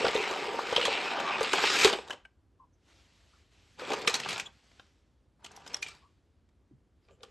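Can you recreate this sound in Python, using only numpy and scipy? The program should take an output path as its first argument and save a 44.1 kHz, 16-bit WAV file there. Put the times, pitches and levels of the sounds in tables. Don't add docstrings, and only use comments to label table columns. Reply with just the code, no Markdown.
import sys
import numpy as np
from scipy import signal
from scipy.fft import rfft, irfft
from scipy.io import wavfile
from scipy.ndimage import uniform_filter1d

SR = 44100
rng = np.random.default_rng(int(sys.argv[2]) if len(sys.argv) > 2 else 0)


def volts(x):
    e = np.asarray(x, float) / 20
    return 10 ** e


def generate_wav(sig):
    pcm = np.round(np.clip(np.atleast_2d(sig).T, -1, 1) * 32767).astype(np.int16)
    wavfile.write(sys.argv[1], SR, pcm)


N = 321930


def evened(x):
    return x / np.sqrt(np.mean(x ** 2) + 1e-20)


def peaked(x):
    return x / abs(x).max()


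def butter(x, order, hz, kind):
    return signal.sosfilt(signal.butter(order, hz, kind, fs=SR, output="sos"), x)


def read(points, hz):
    f, value = np.transpose(points)
    return np.interp(np.log(hz + 1), np.log(f + 1), value)


def add(mix, s, sound):
    part = mix[round(s * SR):][:len(sound)]
    part += sound[:len(part)]


def causal(points):
    db = read(points, abs(np.fft.fftfreq(4096, 1 / SR)))
    log_gain = np.log(volts(np.maximum(db, -100)))
    return np.fft.ifft(np.exp(np.conj(signal.hilbert(log_gain)))).real[:2048]


def colored(x, points):
    return signal.oaconvolve(x, causal(points))[:N]


def resonate(x, hz, width):
    r, w = np.exp(-np.pi * width / SR), 2 * np.pi * hz / SR
    gain = (1 - r) * np.sqrt(1 - 2 * r * np.cos(2 * w) + r * r)
    return signal.lfilter([gain], [1, -2 * r * np.cos(w), r * r], x)


def body(x, modes):
    return evened(sum(volts(db) * resonate(resonate(x, hz, width), hz, width) for hz, width, db in modes))


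def grit(per_s, spread_db, smooth):
    size = volts(spread_db * np.minimum(rng.exponential(1, N), 3.5)) * (rng.random(N) < per_s / SR)
    noise = rng.standard_normal((2, N))
    return evened(size * np.sign(noise[0])) + smooth * noise[1]


def patchy(x, patch_db):
    z = signal.stft(x, SR, nperseg=512)[2]
    field = uniform_filter1d(rng.standard_normal(z.shape), size=8, axis=0)
    field = uniform_filter1d(field, size=9, axis=1)
    return evened(signal.istft(z * volts(patch_db * evened(field)), SR, nperseg=512)[1][:N])


# frequency in Hz, level in dB per Hz.
HUM = [(20, -26.5), (38, -7.5), (60, 2), (95, -2), (150, -17.5), (300, -13), (623, -24.5), (1600, -33),
       (5170, -52), (8300, -52), (10000, -67.5), (13300, -70)]


def room_tone():
    hz = np.fft.rfftfreq(N, 1 / SR)
    return volts(-67.5) * evened(irfft(rfft(rng.standard_normal(N)) * volts(read(HUM, hz)), N))


def columns(tables):
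    t = np.arange(N) / SR
    s, *values = np.concatenate(tables).T
    on = sum((t >= rows[0][0]) & (t <= rows[-1][0]) for rows in tables)
    return uniform_filter1d(on * 1., size=1323, mode="nearest"), [np.interp(t, s, v) for v in values]


# time in seconds, force in dB, weight on the ramp in dB.
RUN_DOWN = [
    (0.0, -35, 0),
    (0.15, -37, -6),
    (0.33, -38, -1.5),
    (0.53, -42, 0),
    (0.714, -38, -4),
    (0.918, -33.5, -6),
    (1.164, -39.5, -0.5),
    (1.408, -37.5, -2.5),
    (1.5, -33.5, -10.5),
]
RUN_OUT = [
    (1.501, -37, -16),
    (1.56, -31.5, -6.5),
    (1.78, -26.5, -9.5),
    (1.84, -22, -12),
    (1.872, -29, -3),
    (1.95, -42, 0),
    (2.04, -58.5, 2.5),
    (2.14, -62.5, 12),
    (2.25, -94, 4),
]
DRAG = [
    (3.765, -84, 0),
    (3.795, -46, -2),
    (3.86, -46.5, -0.5),
    (3.921, -40, 4),
    (3.97, -43.5, 1.5),
    (4.059, -46, -1),
    (4.1, -40.5, -8),
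]
LIFT = [
    (4.1, -36.5, -6.5),
    (4.18, -47, 3.5),
    (4.24, -45.5, -5.5),
    (4.31, -39, -5.5),
    (4.39, -43.5, -8),
    (4.43, -58, -1),
    (4.501, -74, 14),
]
PICK_UP = [
    (5.39, -86.5, 12.5),
    (5.44, -68.5, 4),
    (5.53, -64.5, 0),
    (5.64, -64.5, 2.5),
    (5.72, -55, 3),
    (5.81, -70, 8.5),
    (5.88, -50, -14),
    (5.96, -64.5, -3),
    (6.05, -76.5, -0.5),
]
SET_DOWN = [
    (7.01, -97, -0.5),
    (7.041, -90, -10.5),
    (7.109, -76.5, 3.5),
    (7.17, -97.5, 10.5),
    (7.21, -78.5, 5),
    (7.3, -75, -1),
]
# hollow against plate in dB, brightness in dB, floor shake in dB.
FOOTING = [
    (-3, -0.5, -7),
    (-4, 4, -5),
    (-1.5, 0, 7),
    (-7.5, 2.5, 12),
    (-6, 3, 11),
    (10.5, 2, 11),
]


def movements():
    tables = [RUN_DOWN, RUN_OUT, DRAG, LIFT, PICK_UP, SET_DOWN]
    return columns([[row + footing for row in rows] for rows, footing in zip(tables, FOOTING)])


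# frequency in Hz, level in dB per Hz.
SHUDDER = [(40, -31.5), (90, -5.5), (130, 4), (250, -3), (380, -31)]


def shudder():
    on, (force_db, *_, shake_db) = movements()
    shake = on * volts(-38.5 + 0.69 * force_db + shake_db)
    level = uniform_filter1d(shake, round(0.2 * SR)) + volts(-80.5)
    return level * evened(colored(rng.standard_normal(N), SHUDDER))


# frequency in Hz, level in dB per Hz.
AXLES = [(760, -26), (1300, 0.5), (1740, -4.5), (2570, 1), (5170, -8.5), (5810, -15), (8320, -16.5),
         (9600, -42), (11500, -23.5), (12300, -36), (13300, -76.5)]
# frequency in Hz, width in Hz, level in dB.
SHELL = [(2610, 720, -5.5), (3125, 79, -3.5), (3900, 92, -6.5), (5260, 220, -10.5)]
# frequency in Hz, width in Hz, level in dB.
PLATE = [(876.3, 320, 3.5), (967.3, 170, 3), (1198, 150, 5.5), (1500, 490, 2)]
# frequency in Hz, width in Hz, level in dB.
HOLLOW = [(318, 38, -4.5), (429, 82, -2.5), (476, 100, 3), (629, 91, -7)]


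def rolling():
    on, (force_db, weight_db, hollow_db, bright_db, _) = movements()
    cover = np.exp(-((np.arange(N) / SR - 1.25) / 0.29) ** 2)
    fine = grit(1000, spread_db=3.0, smooth=0.87)
    coarse = grit(400, spread_db=3.5, smooth=0.85)
    axles = evened(colored(fine, AXLES)) + 0.17 * body(fine, SHELL)
    axles = patchy(axles, patch_db=2.1)
    axles = axles + (volts(bright_db - 7.5 * cover) - 1) * butter(axles, 2, 3200, "high")
    plate = patchy(body(coarse + 0.57 * fine, PLATE), patch_db=2.07)
    ramp = plate + volts(hollow_db + 0.5 - 9 * cover) * body(coarse, HOLLOW)
    return on * volts(force_db) * (axles + volts(weight_db + 0.5 + 4.5 * cover) * ramp)


# time in seconds, peak in dB, pitch in Hz.
THUMPS = [(0.019, -30, 468), (0.027, -28, 500), (0.045, -17, 500), (0.06, -27, 500), (0.202, -30, 400),
          (0.274, -31, 794), (0.328, -30, 1150), (0.36, -31, 802), (0.464, -34, 479), (0.591, -32, 813),
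          (0.765, -25, 1020), (0.794, -29, 510), (0.892, -28, 510), (0.92, -30, 850), (1.06, -33, 1140),
          (1.185, -31, 552), (1.2, -28, 902), (1.366, -30, 1140), (2.14, -45, 520), (3.833, -39, 480),
          (4.02, -38, 470), (4.04, -40, 470), (4.06, -38, 480), (5.51, -51, 800), (5.575, -45, 850),
          (5.887, -46, 1280), (7.125, -62, 500), (7.221, -59, 600), (0.082, -25.5, 500), (0.153, -19, 467),
          (0.179, -26.5, 460), (0.311, -29, 416), (0.424, -40, 400), (0.482, -31, 430), (0.544, -29, 487),
          (0.726, -23, 488), (0.727, -27, 900), (0.78, -21.5, 522), (0.839, -31, 497), (0.881, -21.5, 512),
          (1.41, -20, 480), (1.533, -21.5, 423), (1.637, -28, 430), (1.639, -22, 900), (1.93, -30.5, 450),
          (6.711, -52, 290), (6.728, -60, 200), (7.109, -57, 600)]
# time in seconds, peak in dB, pitch in Hz.
LANDINGS = [
    (1.849, -12.5, 414.4),
    (1.988, -38, 453),
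    (2.106, -46, 670),
    (3.821, -37, 482),
    (3.917, -42, 464),
    (4.082, -29, 464),
    (7.234, -49, 480),
]


def thumps():
    out, t = np.zeros(N), np.arange(5000) / SR
    wheel_cycles, car_cycles = 4.8, 7.5
    sag, sag_cycles = .4, .4
    blows = [row + (wheel_cycles,) for row in THUMPS] + [row + (car_cycles,) for row in LANDINGS]
    for s, db, hz, cycles in blows:
        press = np.sqrt(np.sin(np.pi * np.minimum(t * hz / cycles, 1) ** .7).clip(0))
        turns = hz * t + sag * sag_cycles * (1 - np.exp(-hz * t / sag_cycles))
        blow = press * np.sin(2 * np.pi * turns)
        ring = np.sin(2 * np.pi * hz * .95 * t) - .5 * np.sin(2 * np.pi * hz * 1.05 * t)
        add(out, s - .0002, volts(db) * peaked(blow + 0.52 * ring * volts(-60 * t / 0.086)))
    return out


# frequency in Hz, level in dB per Hz.
CRACK = [(760, -23.5), (1300, -4), (2200, -2.5), (3310, 2), (4560, -2), (6400, -3), (8570, -10.5),
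         (9720, -32.5), (11400, -19), (13300, -39.5)]
# time in seconds, peak in dB, ringing pitch in Hz,
# share passed to the ramp in dB, metal edge in dB (0 if left out).
TICKS = [(0.046, -34, 1500, 6), (0.11, -32, 1930, -9), (0.1484, -24.5, 1920, -7), (0.174, -33, 2850, -1),
         (0.3114, -30, 1840, 4), (0.589, -35.5, 1500, 15.5), (0.7265, -30, 1100, -2),
         (0.8533, -17, 3300, -6), (1.1997, -27.5, 2540, 1), (1.408, -28.5, 2426, 5.5),
         (1.4303, -23, 4620, -5.5), (1.5325, -14.5, 2547, 1), (1.8468, -3.5, 3708, -10),
         (1.8774, -20.5, 1770, -20), (2.0777, -41.5, 3020, -15), (2.0986, -37.5, 1790, 6.5),
         (2.1064, -30.5, 2650, -5.5), (2.126, -38, 1990, -3, -3), (2.132, -38, 3000, -3, 0),
         (2.084, -41, 3700, -15, 0), (0.8665, -27, 3900, -15, 0), (7.2328, -35, 3140, -9)]
KNOCKS = [(0.0505, -19, 1500, -2.5), (0.0666, -19.5, 1520, -3.5), (0.0824, -16.5, 2200, -8),
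          (0.163, -20, 3510, -11), (0.7634, -13, 3250, -12, 6), (0.8136, -18.5, 3000, -7),
          (1.4467, -19.5, 2640, -12), (1.5846, -18, 2370, -4), (1.6385, -20, 3110, 1),
          (1.8632, -21.5, 1710, 2.5), (1.929, -20, 2918, -8, 10), (1.935, -22, 3000, 0, 10),
          (1.987, -33, 2520, -0.5), (2.2506, -52, 2500, -3, 10), (2.2555, -52, 2300, -3, 14),
          (0.131, -26, 2800, -8), (0.238, -24, 2800, -10), (0.826, -21, 2900, -15),
          (4.361, -27, 2410, -4.5), (4.716, -51.5, 2160, -8), (4.797, -40.5, 1673, -9),
          (5.5745, -50, 2100, 3), (5.664, -38, 1560, -7), (7.0863, -56, 2400, 0), (7.094, -60, 2000, 0),
          (7.2065, -59, 3600, -8), (7.11, -62, 3000, 0), (7.028, -70, 4500, -20, 15),
          (7.05, -68, 4800, -20, 10), (7.249, -49, 3100, -6, 14)]
JOSTLES = [(3.7845, -46, 2480, -10, -8), (3.7958, -35, 1640, -20, -6), (3.8187, -44, 1140, 1, -10),
           (3.852, -38, 3400, -8, -10), (3.8801, -37, 2700, 0, -10), (3.8916, -31, 2300, -3, -10),
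           (3.904, -28, 1250, -6, -3), (3.919, -24.5, 2570, -1.5, -8), (3.934, -22.5, 1230, -4, -1),
           (3.987, -38, 3000, -10, 2), (4.0176, -31, 4300, -21, -2), (4.0477, -35, 2600, 0, -8),
           (4.0757, -12.5, 2500, -25, 0), (4.097, -23, 3900, -8, 0), (4.142, -16, 3860, -20, -2),
           (4.153, -18.5, 4220, -12, 0), (4.2008, -25, 2030, -15, 0), (4.234, -31, 2700, -25, -10),
           (4.2484, -30, 2890, -7, -10), (4.2595, -32, 1540, 6.5, -8), (4.2885, -23, 2340, -23, -3),
           (4.2935, -28, 5000, -20, 2), (4.3076, -24, 2450, -23, -4), (4.318, -28, 2600, -15, -8),
           (4.3294, -25.5, 2395, -7.5, 0), (4.3794, -28.5, 2470, -7, 2), (4.3985, -23, 2530, -23, 0)]
CLINKS = [(5.4465, -37, 3130, -7, 0), (5.451, -42, 3100, -10, -6), (5.4628, -38, 2900, -15, -2),
          (5.51, -56, 1900, 8, -15), (5.5175, -52, 6500, -10, 4), (5.552, -52, 2050, -6, -12),
          (5.564, -44, 5800, -18, 2), (5.6655, -42, 3100, -8, -2), (5.67, -44, 3100, -4, -4),
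          (5.677, -38.5, 5150, -10, 0), (5.733, -46, 4000, -10, 0), (5.7395, -38, 2500, -3, -8),
          (5.7445, -28, 3300, -18, 0), (5.7682, -36.5, 5300, -8, -3), (5.8255, -33, 4400, -30, 0),
          (5.8285, -26, 2420, -39, 0), (5.845, -42, 3000, -20, 0), (5.7, -50, 2600, -10, 0),
          (5.6, -56, 3500, -10, 0), (5.91, -48, 4200, -20, 0), (5.8637, -39, 2340, -16, -8),
          (5.871, -43, 4700, -16, 0), (5.8855, -37, 4200, -14, 0), (5.9506, -54, 2090, -10, 0),
          (6.4905, -67, 2260, -17, 0)]
# treble against the peak in dB, contact in ms, rise in ms.
HARDNESS = [
    (-6, 8.4, .4),
    (-26.5, 3.5, .3),
    (-5, 5.44, .9),
    (-3.5, 3.6, 2.2),
]


def clacks():
    out, t, crack = np.zeros(N), np.arange(2000) / SR, causal(CRACK)
    t_ms = t * 1000
    kinds = zip([TICKS, KNOCKS, JOSTLES, CLINKS], HARDNESS)
    hits = [(row + (0,))[:5] + kind for rows, kind in kinds for row in rows]
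    noises = rng.standard_normal((len(hits), len(t)))
    for (s, db, hz, ramp_db, edge_db, top_db, ms, rise_ms), noise in zip(hits, noises):
        contact_ms = (ms * volts(0.44 * (db + 29.5))).clip(4, 9)
        rise = 1 - np.exp(-(t_ms / max(rise_ms, .1)) ** 2)
        fall = 1.5 * np.exp(-t_ms / 1.1) + np.exp(-t_ms / contact_ms) + .06 * np.exp(-t / .015)
        drive = noise * rise * fall
        burst = signal.oaconvolve(drive, crack)[:len(t)]
        top = butter(burst, 3, 5000, "high")
        middle = evened(butter(burst, 3, 5000, "low"))
        neighbour_hz = hz * 2.0 ** np.tanh(noise[0])
        middle = middle + 1.2 * evened(resonate(drive, hz, 210))
        middle = middle + .4 * evened(resonate(drive, neighbour_hz, 210))
        ramp = volts(ramp_db) * peaked(body(drive, PLATE))
        clack = peaked(middle) + volts(top_db + edge_db) * peaked(top) + ramp
        add(out, s - .0005 - rise_ms / 1000, volts(db) * clack)
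    return out


# time in seconds, peak in dB, pitch in Hz,
# seconds to die away by 60 dB.
RINGS = [(2.109, -31, 2994, 0.046), (2.106, -32, 1660, 0.042), (2.106, -62, 5300, 0.12),
         (2.251, -48, 1555, 0.075), (2.252, -52, 2950, 0.044), (2.251, -52, 2265, 0.04),
         (5.864, -42.5, 2345, 0.15), (5.744, -15.5, 5600, 0.012), (0.163, -27, 3560, 0.023),
         (0.763, -15.5, 3080, 0.017), (4.795, -53.5, 1590, 0.065), (2.11, -53, 3040, .28),
         (5.828, -27, 2420, .05), (7.2325, -43, 3200, .03), (2.107, -40, 1000, .05),
         (2.251, -56, 2536, .05), (2.251, -69, 8400, .04), (4.0757, -20, 5350, .025),
         (4.0757, -24, 1200, .05), (4.0757, -24, 3850, .04), (5.827, -36, 4400, .04),
         (7.233, -50, 4700, .03), (7.233, -56, 1165, .08)]


def rings():
    out, t = np.zeros(N), np.arange(12000) / SR
    for s, db, hz, t60 in RINGS:
        pair = np.sin(2 * np.pi * hz * t) + .5 * np.sin(2 * np.pi * hz * 1.015 * t)
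        add(out, s, volts(db - 60 * t / t60) * (1 - np.exp(-t / 0.00072)) * pair)
    return out


# time in seconds, peak in dB, pitch in Hz,
# length in seconds.
CREAKS = [(2.588, -52, 1036, 0.08), (2.726, -70, 6100, .04), (3.326, -60.5, 1280, .04),
          (4.456, -36.5, 3350, 0.022), (4.453, -48, 7200, 0.026), (6.007, -57.5, 1110, 0.097),
          (7.104, -70, 7200, 0.02), (7.116, -71, 7300, .05), (7.1, -72, 3000, .08), (7.02, -74, 4900, .08),
          (2.39, -82, 4500, .012), (.812, -28, 2900, .04), (.935, -30, 2350, .07), (1.055, -28, 2550, .04),
          (1.24, -27, 1150, .09), (1.33, -32, 2650, .05), (.22, -29, 2100, .06), (6.705, -56, 130, 0.09)]


def creaks():
    out = np.zeros(N)
    for (s, db, hz, length), noise in zip(CREAKS, rng.standard_normal((len(CREAKS), 8000))):
        u = np.arange(len(noise)) / SR / length
        narrow = resonate(resonate(noise, hz, 0.13 * hz), hz, 0.13 * hz)
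        add(out, s, volts(db) * peaked(narrow * u * np.exp(-(u / .55) ** 2)))
    return out


# frequency in Hz, level in dB per Hz.
CLOTH = [(240, -2), (400, -4), (1290, -3), (3200, -1), (4800, -4), (8300, -11.5), (9500, -24.5),
         (11500, -16.5), (13300, -79)]
# start in seconds, end in seconds, rustle in dB.
STROKES = [
    (2.889, 3.0, -67),
    (3.05, 3.382, -69.5),
    (3.53, 3.801, -69),
    (4.527, 4.602, -71),
    (4.636, 4.808, -68.5),
    (5.95, 6.092, -81),
    (7.05, 7.12, -90),
    (7.25, 7.3, -80),
]


def sleeve():
    t = np.arange(N) / SR
    on_db_per_s, off_db_per_s, rest_db = 252, 70.5, -89
    strokes = [db - on_db_per_s * (start - t).clip(0) - off_db_per_s * (t - end).clip(0)
               for start, end, db in STROKES]
    level = volts(np.max(strokes, axis=0)) + volts(rest_db)
    return level * patchy(colored(grit(3000, spread_db=2.5, smooth=1.5), CLOTH), patch_db=1.0)


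# frequency in Hz, seconds to die away by 60 dB.
ROOM = [(125, 0.36), (500, 0.25), (2000, 0.32), (8000, 0.23)]


def reverb(x):
    taps = np.zeros((2, SR))
    at = np.arange(300, SR - 20, 20) + rng.integers(0, 20, (2, (SR - 301) // 20))
    np.put_along_axis(taps, at, rng.choice([-1., 1.], at.shape), 1)
    hz, t, z = signal.stft(taps, SR, nperseg=256)
    tail = signal.istft(z * volts(-60 * t / read(ROOM, hz)[:, None]), SR, nperseg=256)[1]
    tail = tail[0] + 0.13 * tail[1] * np.array([[1], [-1]])
    return signal.fftconvolve(x[None], tail / np.linalg.norm(tail[0]), axes=1)[:, :N]


def scene():
    cars = butter(rolling() + clacks(), 3, 209.2, "high")
    near = cars + thumps() + sleeve()
    small = rings() + creaks()
    wet = volts(-13.0) * reverb(near + .35 * small)
    return (near + small) * volts(np.array([[.3], [-.3]])) + wet + room_tone() + shudder()


def top_cut(x):
    return signal.sosfilt(signal.butter(12, 13420, fs=SR, output="sos"), x)


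# frequency in Hz, side against middle in dB.
WIDTH = [(40, -16.5), (150, -3.5), (350, -12.5), (700, -7.5), (1400, -7.5), (2800, -12.5), (7800, -11),
         (8600, 5.5), (9700, 18.5), (11000, 9), (12000, -11.5)]
# 0 for middle or 1 for side, from Hz, to Hz,
# rise in treble needed to pass in dB.
STARVED = [(0, 8300, 8700, -2.5), (0, 8700, 9100, 0.0), (0, 9100, 10500, 4.5), (0, 10500, 11000, 3.0),
           (0, 11000, 11400, -3.0), (0, 11400, 11900, 0.6), (0, 11900, 14000, 9.0), (1, 1900, 2500, 0.5),
           (1, 2500, 3300, 2.5), (1, 3300, 4400, 6.0), (1, 4400, 7600, 5.0), (1, 7600, 8200, 1.5),
           (1, 8200, 8800, -1.0), (1, 10300, 11000, -2.5), (1, 11000, 11700, -0.5), (1, 11700, 14000, 7.0)]


def record(dry):
    hz, _, z = signal.stft(dry, SR, nperseg=1024, noverlap=768)
    mid = z.mean(0)
    scatter = volts(read(WIDTH, hz))[:, None] * np.exp(2j * np.pi * rng.random(mid.shape))
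    pair = np.array([mid, (z[0] - z[1]) / 2 + scatter * mid])
    power = abs(mid) ** 2
    top_db = 10 * np.log10(power[hz > 6000].sum(0) + 1e-16)
    rise_db = top_db - uniform_filter1d(top_db, size=17)
    share_db = uniform_filter1d(top_db - 10 * np.log10(power.sum(0) + 1e-16), size=17)
    lucks = rng.standard_normal((len(STARVED), mid.shape[1] // 4 + 1))
    for (part, lo, hi, need_db), luck in zip(STARVED, lucks):
        bright_db = (part == 0 and need_db > 2) * .35 * (share_db + 16)
        passed = rise_db + bright_db + 1.6 * np.repeat(luck, 4)[:len(rise_db)] > need_db
        pair[part, (hz >= lo) & (hz < hi)] *= uniform_filter1d(passed * 1., size=2) > 0
    sides = [pair[0] + pair[1], pair[0] - pair[1]]
    wide = signal.istft(sides, SR, nperseg=1024, noverlap=768)[1][:, :N]
    wide = butter(wide, 3, 40, "high")
    edge = signal.firwin(255, 12500, window=("kaiser", 9), fs=SR)
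    cut = signal.oaconvolve(wide, edge[None], "same")
    return top_cut(cut)


dry = scene()
out = record(dry)
generate_wav(out)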